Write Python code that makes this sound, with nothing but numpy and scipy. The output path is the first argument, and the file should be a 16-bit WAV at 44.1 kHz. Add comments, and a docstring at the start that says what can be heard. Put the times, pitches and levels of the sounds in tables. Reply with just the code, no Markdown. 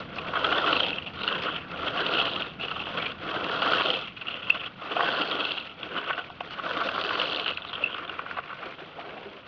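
"""Raking dry grain

A wooden rake is pushed and drawn back through dry grain on a concrete yard, five strokes, close by.
Kernels crushed under the tines (the rake's teeth) make the wooden head rasp and knock. Husks rustle,
and each push builds a heap that spills and sprays kernels. Between pushes the head skids and lands with
a hollow ring, and a tine sometimes squeaks. The work ends in light scuffs and bumps, over a low rumble."""
import sys
import numpy as np
from scipy import signal
from scipy.fft import rfft, irfft
from scipy.io import wavfile
from scipy.ndimage import uniform_filter1d

SR = 44100
rng = np.random.default_rng(int(sys.argv[2]) if len(sys.argv) > 2 else 0)


def dump_mix(stems):
    """Bounce the given channels to the path in sys.argv[1] as a 16-bit WAV at rate SR."""
    frames = np.atleast_2d(stems).T  # one column per channel
    limited = np.clip(frames, -1, 1)  # hard clip at full scale
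    pcm = np.round(limited * 32767).astype(np.int16)
    wavfile.write(sys.argv[1], SR, pcm)


N = 417627
TIME = np.arange(N) / SR

# the modes (natural ringing tones) of the rake's head and handle: pitch_hz, width_hz, level_db
HEAD_MODES = [(161, 47, -17), (302.4, 76, -6), (420.6, 75, -3), (506.6, 102, -2.5), (693.6, 108, -3.5),
              (936, 145, -8.5), (1104, 158, -3), (1366, 202, 0.5), (1488, 170, 0), (1900, 990, -16.5)]
# tone colours of dry husks, spilling grain, grating wood and scuffed concrete: pitch_hz, level_db
HUSK_COLOUR = [(1500, -31), (2000, -27.5), (2400, -6), (2620, 7), (2950, 4), (3300, 4.5), (3650, -6),
               (4000, -33), (4600, -48), (5200, -30.5), (7000, -63.5)]
SPILL_COLOUR = [(2600, -21.5), (3300, 1), (3900, -3.5), (4500, -9), (5100, -17), (6000, -25), (6600, -33.5),
                (7200, -43.5), (8000, -74)]
GRATE_COLOUR = [(120, -31), (300, -9.5), (600, 10.5), (1100, 9), (1800, 3.5), (2400, 3.5), (3400, -4),
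                (5000, -31), (7000, -56)]
SCUFF_COLOUR = [(500, -16.5), (900, -5), (1500, -3), (2050, 0), (2400, 3), (3200, -8), (4000, -24.5),
                (6000, -54)]
# the heap topples at the far end of a push and cushions the head: peak_s, level_db, cushion_db
HEAP_FALLS = [(0.79, -28, -4.5), (2.2, -27.5, 0), (3.879, -32.5, -5), (5.46, -30.5, -2.5), (7.27, -32, 0),
              (7.46, -41, 1.5)]


def stroke_level(layer, rest_db, heap_db=0, flow=0):
    """Level in dB of one layer: it follows the rake's speed and pressure, the heap and its flow."""
    # pushes into the grain, then light draws back over it:
    # start_s, attack_s, hold_s, release_s, rasp_db, husk_db, spill_db, pressure_change_db
    pushes = [(0.04, 0.43, 0.27, 0.31, -27.5, -33, -44.5, 4.5),
              (1.56, 0.36, 0.27, 0.35, -30, -34.5, -47, 6),
              (3.14, 0.61, 0.19, 0.26, -26, -31, -42.5, -13.5),
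              (4.78, .26, 0.43, 0.28, -30.5, -33.5, -47.5, -10.5),
              (6.41, 0.29, 0.59, 0.34, -32.5, -39.5, -46.5, 3)]
    draws = [(0.0, 0.0012, 0.0061, 0.046, -38, -44.5, -53, -10.5),
             (1.13, 0.11, 0.24, 0.19, -35.5, -36, -52, 2),
             (2.57, 0.041, 0.26, 0.032, -40, -38, -53.5, -1.5),
             (2.83, 0.13, 0.11, 0.1, -34.5, -38.5, -49, -10),
             (4.16, .13, 0.378, 0.02, -41.5, -39, -58.5, -2.5),
             (5.75, 0.22, 0.23, 0.067, -36.5, -41.5, -57, -7.5),
             (7.52, 0.29, 0.16, 0.041, -40.5, -42, -60, 6.5),
             (7.9, 0.12, 0.41, 0.24, -42.5, -53, -68, -7.5),
             (8.54, .08, 0.057, 0.091, -40.5, -53.5, -61, -2),
             (8.77, 0.022, 0.026, 0.053, -46, -52, -59, -11.5), (8.92, 0.053, 0.16, 0.23, -45, -53, -66, 5)]
    power = np.zeros(N)
    for start, attack, hold, release, rasp_db, husk_db, spill_db, pressure_db in pushes + draws:
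        end = start + attack + hold + release
        now = (TIME >= start) & (TIME < end)
        speed = np.interp(TIME[now], [start, start + attack, end - release, end], [0, 1, 1, 0]) ** 1.153
        progress = (TIME[now] - start) / (end - start) - .5
        level_db = {"rasp": rasp_db, "husk": husk_db, "spill": spill_db}[layer]
        power[now] += (speed * from_db(level_db + (pressure_db + heap_db) * progress)) ** 2
    return 10 * np.log10(power + flow ** 2 + from_db(rest_db) ** 2)


def lifts(ramp_s=0.013):
    """Change in dB, mostly a dip, of the grinding while the head is off the ground."""
    # moments off the ground: start_s, length_s, change_db
    lift_times = [(0.045, .08, -0.5), (0.947, 0.28, 1.5), (2.522, 0.066, -3), (3.123, 0.072, -2),
                  (4.081, 0.085, -4.5), (4.678, 0.11, -4), (6.216, .18, -0.5), (9.406, .1, -1)]
    return sum(db * np.interp(TIME, [s, s + ramp_s, s + length - ramp_s, s + length], [0, 1, 1, 0])
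               for s, length, db in lift_times)


def head_weight(wander_db=0.5):
    """The wavering weight on the head, as a gain in dB for its low modes."""
    # weight, less where the grain lies thin: time_s, gain_db
    weight_curve = [(0.0, 0), (2.0, 0), (3.9, 0), (4.07, -8.5), (4.3, -1), (5.4, 0), (6.2, 0), (6.6, 0),
                    (7.2, -0.5), (7.6, 0.5), (8.45, -2.5), (8.9, 3)]
    return in_time(weight_curve) + wander_db * drift(rate=7.3)


def toppling(rise_s=0.068, settle_s=0.12):
    """Flow of grain as each heap swells, falls over and trickles to rest."""
    return sum(from_db(db) * np.exp(-np.maximum((s - TIME) / rise_s, (TIME - s) / settle_s))
               for s, db, _ in HEAP_FALLS)


def cushioning(rise_s=0.06, hold_s=0.24, fall_s=0.15):
    """Change in dB, mostly a loss, of the head's upper modes while it rides on a fallen heap."""
    corners_s = np.cumsum([-rise_s / 2, rise_s, hold_s, fall_s])
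    return sum(db * np.interp(TIME - s, corners_s, [0, 1, 1, 0]) for s, _, db in HEAP_FALLS)


def rasp(judder, weight_db, judder_db=1.88, wander_db=1.54):
    """Kernels grind under the tines and ring the head; weight lifts its low modes, a heap dulls it."""
    # the arms bear down and the head groans low: start_s, length_s, boost_db
    leans = [(1.43, 0.099, 6.5), (2.91, 0.12, 3), (5.9, 0.15, 3), (7.78, 0.13, 4.5), (8.0, 0.09, 3)]
    clicks = kernels(per_s=6000, spread_db=3.0) * from_db(judder_db * judder)
    force = evened(soften(clicks, hz=2000, order=4))
    lean_db, cushion_db = arches(leans), cushioning()
    gains_db = [wander_db * drift(rate=40) + (weight_db if hz < 1000 else cushion_db)
                + lean_db * (hz < 600) for hz, _, _ in HEAD_MODES]
    return rms_one(ring_modes(force, HEAD_MODES, gains_db))


def catches(rasp_db, husk_db, tine_hz, per_s=7, wood_hz=1370, count=200):
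    """List the moments when a tine catches on kernels: set ones, plus small ones by chance."""
    # a tine catches, grinds and lets go: start_s, length_s, wood_db, tine_db, tine_pitch_hz
    set_catches = [(0.183, 0.014, -38.5, -31.5, 2600), (0.333, 0.0087, -27, -47, 3000),
                   (0.354, 0.031, -27.5, -35.5, 3260), (0.442, 0.015, -21, -24.5, 3300),
                   (0.514, 0.027, -26, -37, 3400), (0.556, 0.016, -33, -35, 3290),
                   (0.673, 0.02, -27, -31, 3040), (0.727, 0.0073, -21, -19, 2960),
                   (0.801, 0.0079, -28, -21, 3040), (0.831, 0.0038, -41.5, -18, 3170),
                   (0.983, 0.0042, -37, -28.5, 2750), (1.061, 0.028, -50, -35, 2680),
                   (1.2163, 0.0039, -50, -28, 2810), (1.285, 0.0045, -28, -22.5, 2900),
                   (1.311, 0.018, -33, -40, 3050), (1.465, 0.038, -30, -38, 2900),
                   (1.552, 0.023, -38.5, -32.5, 3130), (1.879, 0.0097, -35, -29.5, 3400),
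                   (2.42, 0.0046, -36, -24, 2760), (2.609, 0.05, -61, -33.5, 2800),
                   (2.681, 0.0066, -37, -32, 2880), (2.711, 0.015, -32, -34, 2750),
                   (2.758, 0.015, -33.5, -49, 2800), (2.866, 0.0034, -29, -35, 3160),
                   (2.971, 0.017, -32.5, -34.5, 3200), (2.984, .005, -27, -32, 2950),
                   (3.02, 0.0088, -45, -28, 3200), (3.056, 0.022, -40.5, -30.5, 2430),
                   (3.09, 0.042, -48, -41.5, 2800), (3.117, 0.0087, -40, -37, 3330),
                   (3.618, 0.0079, -25.5, -26.5, 2900), (3.658, 0.018, -27.5, -40, 3000),
                   (3.7325, 0.0036, -15, -24, 3050), (4.166, 0.022, -49, -39.5, 2700),
                   (4.21, 0.015, -43, -34, 2700), (4.268, 0.004, -49, -30.5, 2750),
                   (4.281, 0.012, -36, -29.5, 2800), (4.3, 0.045, -46, -36, 2850),
                   (4.34, 0.004, -46, -29, 2700), (4.545, 0.02, -35, -39, 2750),
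                   (4.634, .016, -40.5, -37.5, 2730), (4.659, 0.0081, -49, -32, 3180),
                   (5.575, 0.014, -44, -29.5, 2950), (5.95, 0.015, -35, -43, 2800),
                   (5.962, 0.038, -33, -33.5, 2950), (6.096, 0.012, -31, -41, 2700),
                   (6.128, 0.013, -34, -31.5, 2720), (6.176, 0.043, -42, -43, 2840),
                   (6.506, 0.061, -43.5, -41.5, 2920), (6.584, 0.022, -32, -42, 2920),
                   (6.66, 0.0086, -29, -37, 2800), (6.708, 0.008, -28, -40, 2750),
                   (6.799, 0.016, -29, -46, 2800), (6.812, 0.016, -26.5, -49, 2800),
                   (6.886, 0.0099, -29.5, -29, 2770), (6.949, 0.0055, -31, -34, 2850),
                   (6.977, 0.0027, -19.5, -35, 2900), (7.09, 0.0074, -30, -26, 3070),
                   (7.105, 0.01, -24.5, -36, 3000), (7.152, 0.006, -25, -31, 3150),
                   (7.199, 0.0025, -28, -24, 2750), (7.214, 0.0058, -23.5, -23, 3040),
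                   (7.459, 0.013, -32, -26.5, 3020), (7.484, 0.017, -35, -29, 2890),
                   (7.571, 0.0062, -45, -26.5, 2700), (7.578, 0.0074, -33, -43, 3360),
                   (7.619, 0.0055, -39, -36.5, 3500), (7.648, 0.0023, -31, -30.5, 3130),
                   (7.729, 0.017, -36, -33.5, 3200), (7.752, .011, -45, -31, 3200),
                   (7.778, 0.0063, -36, -37, 2800), (7.826, 0.0055, -38, -37, 2680),
                   (7.943, 0.0056, -31, -30.5, 3080), (7.982, 0.0063, -33, -46, 2900),
                   (8.048, 0.0043, -35, -35, 3100), (8.077, 0.0036, -44, -35.5, 3500),
                   (8.093, 0.0087, -35, -29.5, 2800), (8.19, 0.01, -30, -40, 2460),
                   (8.261, 0.0048, -32.5, -46, 2750), (8.31, 0.0018, -24.5, -42, 2740),
                   (8.367, 0.02, -33.5, -42, 2750), (8.384, 0.012, -28, -45, 2780),
                   (8.493, 0.034, -36.5, -48, 2770), (8.527, 0.012, -35.5, -48, 2750),
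                   (8.628, 0.015, -36, -46, 2730)]
    rows = list(set_catches)
    wood_pitches = wood_hz * np.exp(0.079 * rng.standard_normal(2 * count))
    chances = np.clip(rng.standard_normal((count, 4)), -2, 2)
    starts = np.cumsum(rng.exponential(1 / per_s, count))
    for start, (stretch, wood, tine, detune) in zip(starts, chances):
        if start < set_catches[-1][0]:  # none once the raking has stopped
            at = int(start * SR)
            length = 0.0083 * np.exp(.5 * stretch)
            wood_db, tine_db = rasp_db[at] - 4 + 2 * wood, husk_db[at] - 6.5 + 2 * tine
            rows.append((start, length, wood_db, tine_db, tine_hz[at] * np.exp(0.056 * detune)))
    return [(*row, hz) for row, hz in zip(rows, wood_pitches)]


def knocks(catch_list, buried, focus_db=7.0, vary_db=0.9, width_hz=230, overtone_hz=4150):
    """Each catch rings the head, frame and tine while kernels crack and the wood grates on the floor."""
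    out, cracks, scrapes = np.zeros((3, N))
    frame_db = np.interp(buried, [0, 1], [-5.5, -13])  # deep grain damps the frame
    splinter_db = np.interp(buried, [0, 1], [-19, -11.5])  # and adds bright splinters
    mode_hz = np.array(HEAD_MODES)[:, 0]
    brief_db = -6 * (mode_hz < 600)  # so brief a blow hardly moves the low modes
    for start, length, wood_db, tine_db, tine_hz, wood_hz in catch_list:
        gains_db = brief_db - focus_db * np.sqrt(2 * np.abs(np.log2(mode_hz / wood_hz)))
        force = soften(crush(length), hz=2250, order=4)
        wood = ring_modes(force, HEAD_MODES, gains_db + vary_db * rng.standard_normal(len(mode_hz)))
        tine = double_resonance(crush(length), tine_hz, width_hz, widen=3)
        tine += from_db(-17) * resonance(crush(length), overtone_hz, 2 * width_hz)
        frame = frame_ring(length, wood_hz)
        add(out, start, at_level(wood, wood_db - 2, length))
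        add(out, start, at_level(frame, wood_db + frame_db[int(start * SR)], length))
        add(out, start, at_level(soften(tine, hz=3940, order=6), tine_db - 3, length))
        add(cracks, start, at_level(crush(length, skew=.6, snap=0.69), tine_db, length))
        add(scrapes, start, at_level(crush(length), wood_db, length))
    grating = from_db(-8) * coloured(scrapes, GRATE_COLOUR)
    crunch = from_db(2) * coloured(cracks, HUSK_COLOUR)
    splinters = from_db(splinter_db) * coloured(cracks, SPILL_COLOUR)
    return out + grating + crunch + splinters


def frame_ring(length, centre_hz, focus_db=10.5):
    """A blow rings the rake's frame, most of all the modes near one pitch."""
    # the frame's hollow modes: pitch_hz, width_hz, level_db
    frame_modes = [(713, 36, -1.5), (1100, 78, -3.5), (1492, 56, -0.5), (1925, 78, -11.5), (2720, 66, -6.5),
                   (3050, 70, -13.5)]
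    gains_db = -focus_db * np.abs(np.log2(np.array(frame_modes)[:, 0] / centre_hz))
    return ring_modes(soften(crush(length), hz=3400), frame_modes, gains_db)


def crush(length, skew=0.71, snap=1.15, snap_s=0.00092, rattle_db=3.0, rattle_per_s=260, size=3500):
    """One kernel snaps, then a rattling run of tiny breaks swells and dies away."""
    t = np.arange(size) / SR
    swell = np.abs(np.sin(np.pi * np.minimum(t / length, 1) ** skew)) ** 1.5
    rattle = from_db(rattle_db * np.interp(t * rattle_per_s, np.arange(size), rng.standard_normal(size)))
    first_snap = snap * t / snap_s * np.exp(1 - t / snap_s)
    return rng.standard_normal(size) * (swell * rattle + first_snap)


def kernels(per_s, spread_db):
    """Clicks of single kernels at random moments: many small, a few large."""
    sizes = from_db(spread_db * np.minimum(rng.exponential(1, N), 4)) * rng.choice([-1, 1], N)
    return sizes * (rng.random(N) < per_s / SR)


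def ticking(judder, centre_hz, width_hz=210, focus_db=14, judder_db=3.0, count=10):
    """Each kernel rings briefly at its own pitch; those near the centre pitch are loudest."""
    clicks = kernels(per_s=2600, spread_db=6.0) * from_db(judder_db * judder)
    pitch_index = rng.integers(0, count, N)
    rings = np.zeros(N)
    for k, hz in enumerate(np.geomspace(2600, 3750, count)):
        gain = from_db(-focus_db * np.abs(np.log2(hz / centre_hz)))
        rings += gain * resonance(clicks * (pitch_index == k), hz, width_hz)
    return evened(coloured(rings, HUSK_COLOUR))


def rustle(judder, colour, per_s, spread_db, judder_db, clump_db):
    """Husks, grain or grit tick together in clumps, pushed by the shaking tines."""
    ticks = kernels(per_s, spread_db) * from_db(judder_db * judder + clump_db * drift(rate=240))
    return evened(coloured(ticks, colour))


def cracking(snap_s=.0007, size=900):
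    """A kernel cracks on the concrete: a tiny burst that rings briefly, with a dry edge."""
    # single sharp cracks: start_s, level_db, pitch_hz
    cracks = [(0.854, -31, 2850), (0.864, -25, 2900), (0.884, -27, 3100), (0.905, -24.5, 2630),
              (2.005, -23, 3100), (2.064, -22.5, 3040), (2.1374, -22, 2900), (2.2015, -31, 3190),
              (2.3352, -26.5, 3200), (3.8189, -19.5, 2720), (3.9024, -18, 3050), (5.218, -21, 2650),
              (5.3125, -26, 3290), (5.4027, -25.5, 3280), (5.4504, -21.5, 3000), (5.5184, -21.5, 3260),
              (7.013, -24, 3000), (7.038, -26, 3000), (7.065, -28, 3150), (7.198, -22, 2870),
              (7.298, -29, 3250), (7.3312, -26, 3200), (7.346, -22, 2980), (7.3605, -23, 3230),
              (7.397, -22, 3190), (7.4441, -28, 3130), (7.479, -20.5, 2870)]
    out, t = np.zeros(N), np.arange(size) / SR
    for start, db, hz in cracks:
        bursts = rng.standard_normal((2, size)) * np.exp(-t / snap_s)
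        ring = double_resonance(bursts[0], hz, width_hz=420, widen=3)
        edge = coloured(bursts[1], SPILL_COLOUR)
        add(out, start, at_level(ring, db - 1, span_s=.002) + at_level(edge, db - 11, span_s=.002))
    return soften(out, hz=4800, order=10)


def spray(judder, scatter=0.047, judder_db=3.5, count=22):
    """Thrown kernels skitter on the concrete, mostly ringing lower as they slow."""
    # kernels thrown off the head: start_s, length_s, level_db, first_pitch_hz, last_pitch_hz
    throws = [(0.66, 0.24, -40, 4240, 3400), (1.152, 0.19, -42.5, 3650, 3800),
              (1.954, 0.58, -43, 4120, 3460), (3.512, 0.56, -44, 4430, 3640),
              (4.963, 0.43, -46.5, 4500, 4200), (5.303, 0.4, -47, 4070, 3680),
              (6.878, 0.78, -46.5, 4600, 3680), (7.666, 0.052, -43, 3780, 3200)]
    gain, centre_hz = np.zeros(N), np.ones(N)
    for start, length, db, first_hz, last_hz in throws:
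        now = (TIME >= start) & (TIME < start + length)
        progress = (TIME[now] - start) / length
        gain[now] = from_db(db) * np.abs(np.sin(np.pi * progress)) ** 0.85
        centre_hz[now] = first_hz + (last_hz - first_hz) * progress
    pitches_hz = np.geomspace(2700, 4900, count)
    pitch_index = np.searchsorted(pitches_hz, centre_hz * np.exp(scatter * rng.standard_normal(N)))
    clicks = kernels(per_s=1600, spread_db=5.0) * from_db(judder_db * judder)
    rings = sum(double_resonance(clicks * (pitch_index == k), hz, width_hz=330, widen=4)
                for k, hz in enumerate(pitches_hz))
    return gain * evened(soften(rings, hz=4750, order=10))


def skids(judder):
    """The head's edge scuffs over bare concrete and drags fine, bright grit along."""
    # each skid: start_s, length_s, scuff_db, grit_db
    slides = [(0.14, 0.067, -48, -53), (1.402, 0.074, -37.5, -50), (1.546, 0.064, -42, -67),
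              (2.603, 0.084, -50, -66), (2.936, 0.18, -37.5, -66), (4.494, 0.012, -25.5, -40),
              (4.531, 0.075, -46, -61.5), (4.629, 0.022, -38, -62), (6.086, 0.037, -35, -58),
              (6.155, 0.04, -47, -55), (6.402, 0.017, -39, -48), (6.49, 0.064, -55, -53.5),
              (7.1975, 0.004, -26, -43), (7.215, 0.0082, -29.5, -38), (7.458, 0.056, -37.5, -60),
              (7.84, 0.022, -40, -49), (7.934, 0.06, -43, -56), (8.185, 0.02, -39, -53),
              (8.302, 0.03, -47, -59), (8.594, 0.15, -47.5, -62)]
    # tone colour of the grit: pitch_hz, level_db
    grit_colour = [(2500, -18.5), (3600, -3), (4300, 5), (5200, -4.5), (6000, -14), (6600, -24),
                   (7200, -41.5)]
    scuff_gain = arches([(s, length, from_db(db)) for s, length, db, _ in slides])
    grit_gain = arches([(s, length, from_db(db)) for s, length, _, db in slides])
    scuff = rustle(judder, SCUFF_COLOUR, per_s=9000, spread_db=1.0, judder_db=1.0, clump_db=2.0)
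    grit = rustle(judder, grit_colour, per_s=3800, spread_db=4.0, judder_db=2.5, clump_db=6.5)
    return scuff_gain * scuff + grit_gain * grit


def landings():
    """The head drops: the hollow ring of the frame, a dull thud and a crunch of kernels."""
    # drops onto the floor: start_s, length_s, level_db, pitch_hz, crunch_db
    drops = [(4.816, 0.012, -41, 720, -44), (4.964, 0.0065, -23.5, 720, -31),
             (4.993, 0.0094, -24.5, 720, -48), (5.005, 0.0046, -19.5, 1300, -39),
             (5.012, 0.052, -29.5, 850, -47), (5.829, 0.008, -44, 1100, -31.5),
             (6.102, 0.012, -26, 1350, -38), (6.177, 0.024, -32.5, 1450, -44), (6.3, 0.0098, -40, 720, -47),
             (6.4045, 0.0069, -29.5, 740, -34.5)]
    out = np.zeros(N)
    for start, length, db, hz, crunch_db in drops:
        add(out, start, at_level(frame_ring(length, hz), db, length))
        thud = soften(coloured(crush(length), GRATE_COLOUR), hz=1250, order=4)
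        add(out, start, at_level(thud, db - 7, length))
        add(out, start, at_level(coloured(crush(length), HUSK_COLOUR), crunch_db, length))
    return out


def squeaks(sag=0.068, snap_s=0.00076):
    """A tine snaps onto the concrete, then sticks and slips in a chirp whose pitch sags."""
    # chirps with a rattle at half their pitch: start_s, level_db, pitch_hz, length_s, rattle_db
    chirps = [(0.93, -19.5, 2642, 0.0066, -27), (1.277, -15.5, 2840, 0.0067, -4),
              (4.5017, -6.5, 2657, 0.0092, -28), (7.8378, -13, 2650, 0.012, -28),
              (7.86, -22, 2650, 0.0086, -30), (7.872, -29, 2680, 0.009, -28)]
    out = np.zeros(N)
    for start, db, hz, length, rattle_db in chirps:
        progress = np.linspace(0, 1, round(length * SR))
        phase = 2 * np.pi * np.cumsum(hz * (1 + sag * (.5 - progress))) / SR
        swell = np.sin(np.pi * progress ** 0.53) ** 2
        rattle = np.sin(phase / 2) + from_db(-9) * np.sin(3 * phase / 2)
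        tone = from_db(db) * swell * (np.sin(phase) + from_db(rattle_db) * rattle)
        # a faint high distortion as the loudest squeak overloads the microphone
        overload = np.minimum(from_db(db + 7) * swell, 1) ** 12 * np.sin(3 * phase)
        add(out, start, tone + from_db(-53) * overload)
        snap = soften(coloured(crush(snap_s), SPILL_COLOUR), hz=4400, order=8)
        add(out, start - snap_s / 2, at_level(snap, db - 29, snap_s))
    return out


def bumps(length_s=0.032, vary_db=7.0):
    """Soft, drawn-out contacts ring a few low, hollow modes as the wood is handled."""
    # each bump: start_s, level_db
    contacts = [(8.658, -43), (8.815, -43), (8.981, -38), (9.070, -42), (9.126, -44.5), (9.168, -41),
                (9.255, -40), (9.339, -48)]
    # the wood's hollow modes: pitch_hz, width_hz, level_db
    hollow_modes = [(206, 20, -11.5), (397, 29, 0), (742, 85, -9.5)]
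    out = np.zeros(N)
    for start, db in contacts:
        force = soften(crush(length_s, size=6000), hz=1200)
        ring = ring_modes(force, hollow_modes, vary_db * rng.standard_normal(len(hollow_modes)))
        add(out, start, at_level(ring, db, span_s=0.02))
    return out


def yard_echo(x, echo_db=-17, decay_s=0.02, size=8000):
    """Add faint echoes from the floor, sacks and wall."""
    t = np.arange(size) / SR
    echoes = rng.standard_normal(size) * (rng.random(size) < .02) * np.exp(-t / decay_s) * (t > .004)
    return x + signal.oaconvolve(x, at_level(echoes, echo_db, span_s=1 / SR))[:N]


def yard_rumble():
    """The yard's low rumble, with a faint, wavering hum."""
    # how loud the background is: time_s, level_db
    rumble_curve = [(0.0, -51.5), (3.2, -53), (4.3, -57.5), (5.7, -59.5), (7.1, -57), (9.47, -64)]
    # tone colour of the rumble: pitch_hz, level_db
    rumble_colour = [(20, -11.5), (48, -11), (65, -7), (100, -3.5), (122, 1.5), (190, 3), (270, -2.5),
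                     (500, -9.5), (1200, -18), (3000, -57)]
    rumble = rms_one(coloured(rng.standard_normal(N), rumble_colour))
    hum = rms_one(double_resonance(rng.standard_normal(N), hz=84, width_hz=9, widen=2))
    return from_db(in_time(rumble_curve)) * (from_db(6.5) * rumble + from_db(-6) * hum)


def from_db(db):
    """Turn decibels into a gain."""
    return np.exp(np.asarray(db) * np.log(10) / 20)


def rms_one(x):
    """Scale to an average power of 1."""
    return x / np.sqrt(np.mean(x ** 2) + 1e-20)


def evened(x, size=4001):
    """Hold the power at 1 over about a tenth of a second; quicker changes stay."""
    power = uniform_filter1d(uniform_filter1d(x ** 2, size), size)
    return x / np.sqrt(np.maximum(power, 1e-12))


def at_level(sound, db, span_s):
    """Give a short sound the energy of that level held for span_s."""
    return from_db(db) * sound * np.sqrt(span_s * SR / np.sum(sound ** 2))


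def add(out, start_s, sound):
    """Mix a short sound in at a given time."""
    at = max(round(start_s * SR), 0)
    out[at:at + len(sound)] += sound[:N - at]


def in_time(points):
    """Join (time_s, value) points with straight lines."""
    return np.interp(TIME, *np.transpose(points))


def arches(rows):
    """One smooth arch for each row of start_s, length_s, height."""
    return sum(height * np.sin(np.pi * np.clip((TIME - s) / length, 0, 1)) for s, length, height in rows)


def drift(rate):
    """A random curve of typical size 1 that turns about rate times a second."""
    points = rng.standard_normal(20000)
    return rms_one(np.interp(TIME * rate, np.arange(len(points)), points))


def soften(x, hz, order=2):
    """Fade the treble above hz, as a broad contact does."""
    return signal.sosfilt(signal.butter(order, hz, fs=SR, output="sos"), x)


def cut_treble(x, hz):
    """Cut off steeply everything above hz."""
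    return signal.sosfilt(signal.ellip(10, .1, 80, hz, fs=SR, output="sos"), x)


def coloured(x, colour, size=4096):
    """Filter a sound so that it takes on a tone colour."""
    hz, db = np.transpose(colour)
    grid_hz = np.maximum(np.fft.rfftfreq(size, 1 / SR), 1)
    cepstrum = irfft(np.log(from_db(np.interp(np.log(grid_hz), np.log(hz), db))))
    # minimum phase: the filter rings only after a click, never before it
    cepstrum[1:size // 2] *= 2
    cepstrum[size // 2 + 1:] = 0
    return signal.oaconvolve(x, irfft(np.exp(rfft(cepstrum))))[:len(x)]


def resonance(x, hz, width_hz):
    """Ring one mode; the narrower it is, the longer it rings."""
    decay = np.exp(-np.pi * width_hz / SR)
    feedback = [1, -2 * decay * np.cos(2 * np.pi * hz / SR), decay ** 2]
    return signal.lfilter(np.array([1, 0, -1]) * (1 - decay ** 2) / 2, feedback, x + 1e-18)


def double_resonance(x, hz, width_hz, widen):
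    """A mode followed by a wider one at the same pitch, for a purer ring."""
    return resonance(resonance(x, hz, width_hz), hz, widen * width_hz)


def ring_modes(force, modes, gains_db):
    """Ring several modes at once, with alternating signs and an extra gain for each."""
    return sum((-1) ** k * from_db(db + extra_db) * resonance(force, hz, width_hz)
               for k, ((hz, width_hz, db), extra_db) in enumerate(zip(modes, gains_db)))


def scene():
    """The strokes and the rake's judder (its quick shaking) drive the grain sounds together."""
    uneven_db = 1.5 * drift(rate=36) + lifts()  # the grain lies thicker here, thinner there
    flow = toppling()
    # rest_db is the grain settling between strokes
    rasp_db = stroke_level("rasp", rest_db=-48.5) + uneven_db
    husk_db = stroke_level("husk", rest_db=-53.5, heap_db=6, flow=flow) + uneven_db
    spill_db = stroke_level("spill", rest_db=-60.5, flow=from_db(-21.5) * flow) + uneven_db
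    scuff_db = rasp_db + np.interp(rasp_db, [-45.5, -27], [-5, -15.5])  # more scuff in a light touch
    weight_db = head_weight()
    # kernels and tines ring higher when more grain moves; each clump has its own pitch
    tick_hz = np.interp(spill_db, [-58, -44], [2800, 3200]) * np.exp(0.07 * drift(rate=57))
    tine_hz = np.interp(spill_db, [-54, -44], [2700, 3096])
    buried = np.interp(spill_db, [-55, -45], [0, 1])  # how deep the head sits in the grain
    bite = np.interp(husk_db, [-54, -38], [.45, 0.95])  # a light touch slides more smoothly
    judder = bite * rms_one(drift(rate=130) + drift(rate=310))

    head = from_db(rasp_db - 0.69) * rasp(judder, weight_db)
    scuff = from_db(scuff_db + 0.7) * rustle(
        judder, SCUFF_COLOUR, per_s=9000, spread_db=0.0, judder_db=4.5, clump_db=3.0)
    ticks = from_db(husk_db - 1.5) * ticking(judder, tick_hz)
    husks = from_db(husk_db - 9.0) * rustle(
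        judder, HUSK_COLOUR, per_s=6000, spread_db=1.0, judder_db=0.5, clump_db=-2.5)
    spill = from_db(spill_db + 1.5) * rustle(
        judder, SPILL_COLOUR, per_s=7800, spread_db=3.5, judder_db=2.5, clump_db=2.0)
    rumble = yard_rumble()
    grain = head + scuff + ticks + husks + spill + spray(judder) + cracking() + skids(judder)
    blows = knocks(catches(rasp_db, husk_db, tine_hz), buried) + landings() + bumps()
    # the raking and rumble are cut off steeply above about 7 kHz
    raking = cut_treble(yard_echo(grain + blows) + rumble, hz=7100)
    return (raking + yard_echo(squeaks()))[None]


def record(dry):
    """The microphone misses the highest treble."""
    return cut_treble(dry, hz=8600)


dry = scene()
out = record(dry)
dump_mix(out)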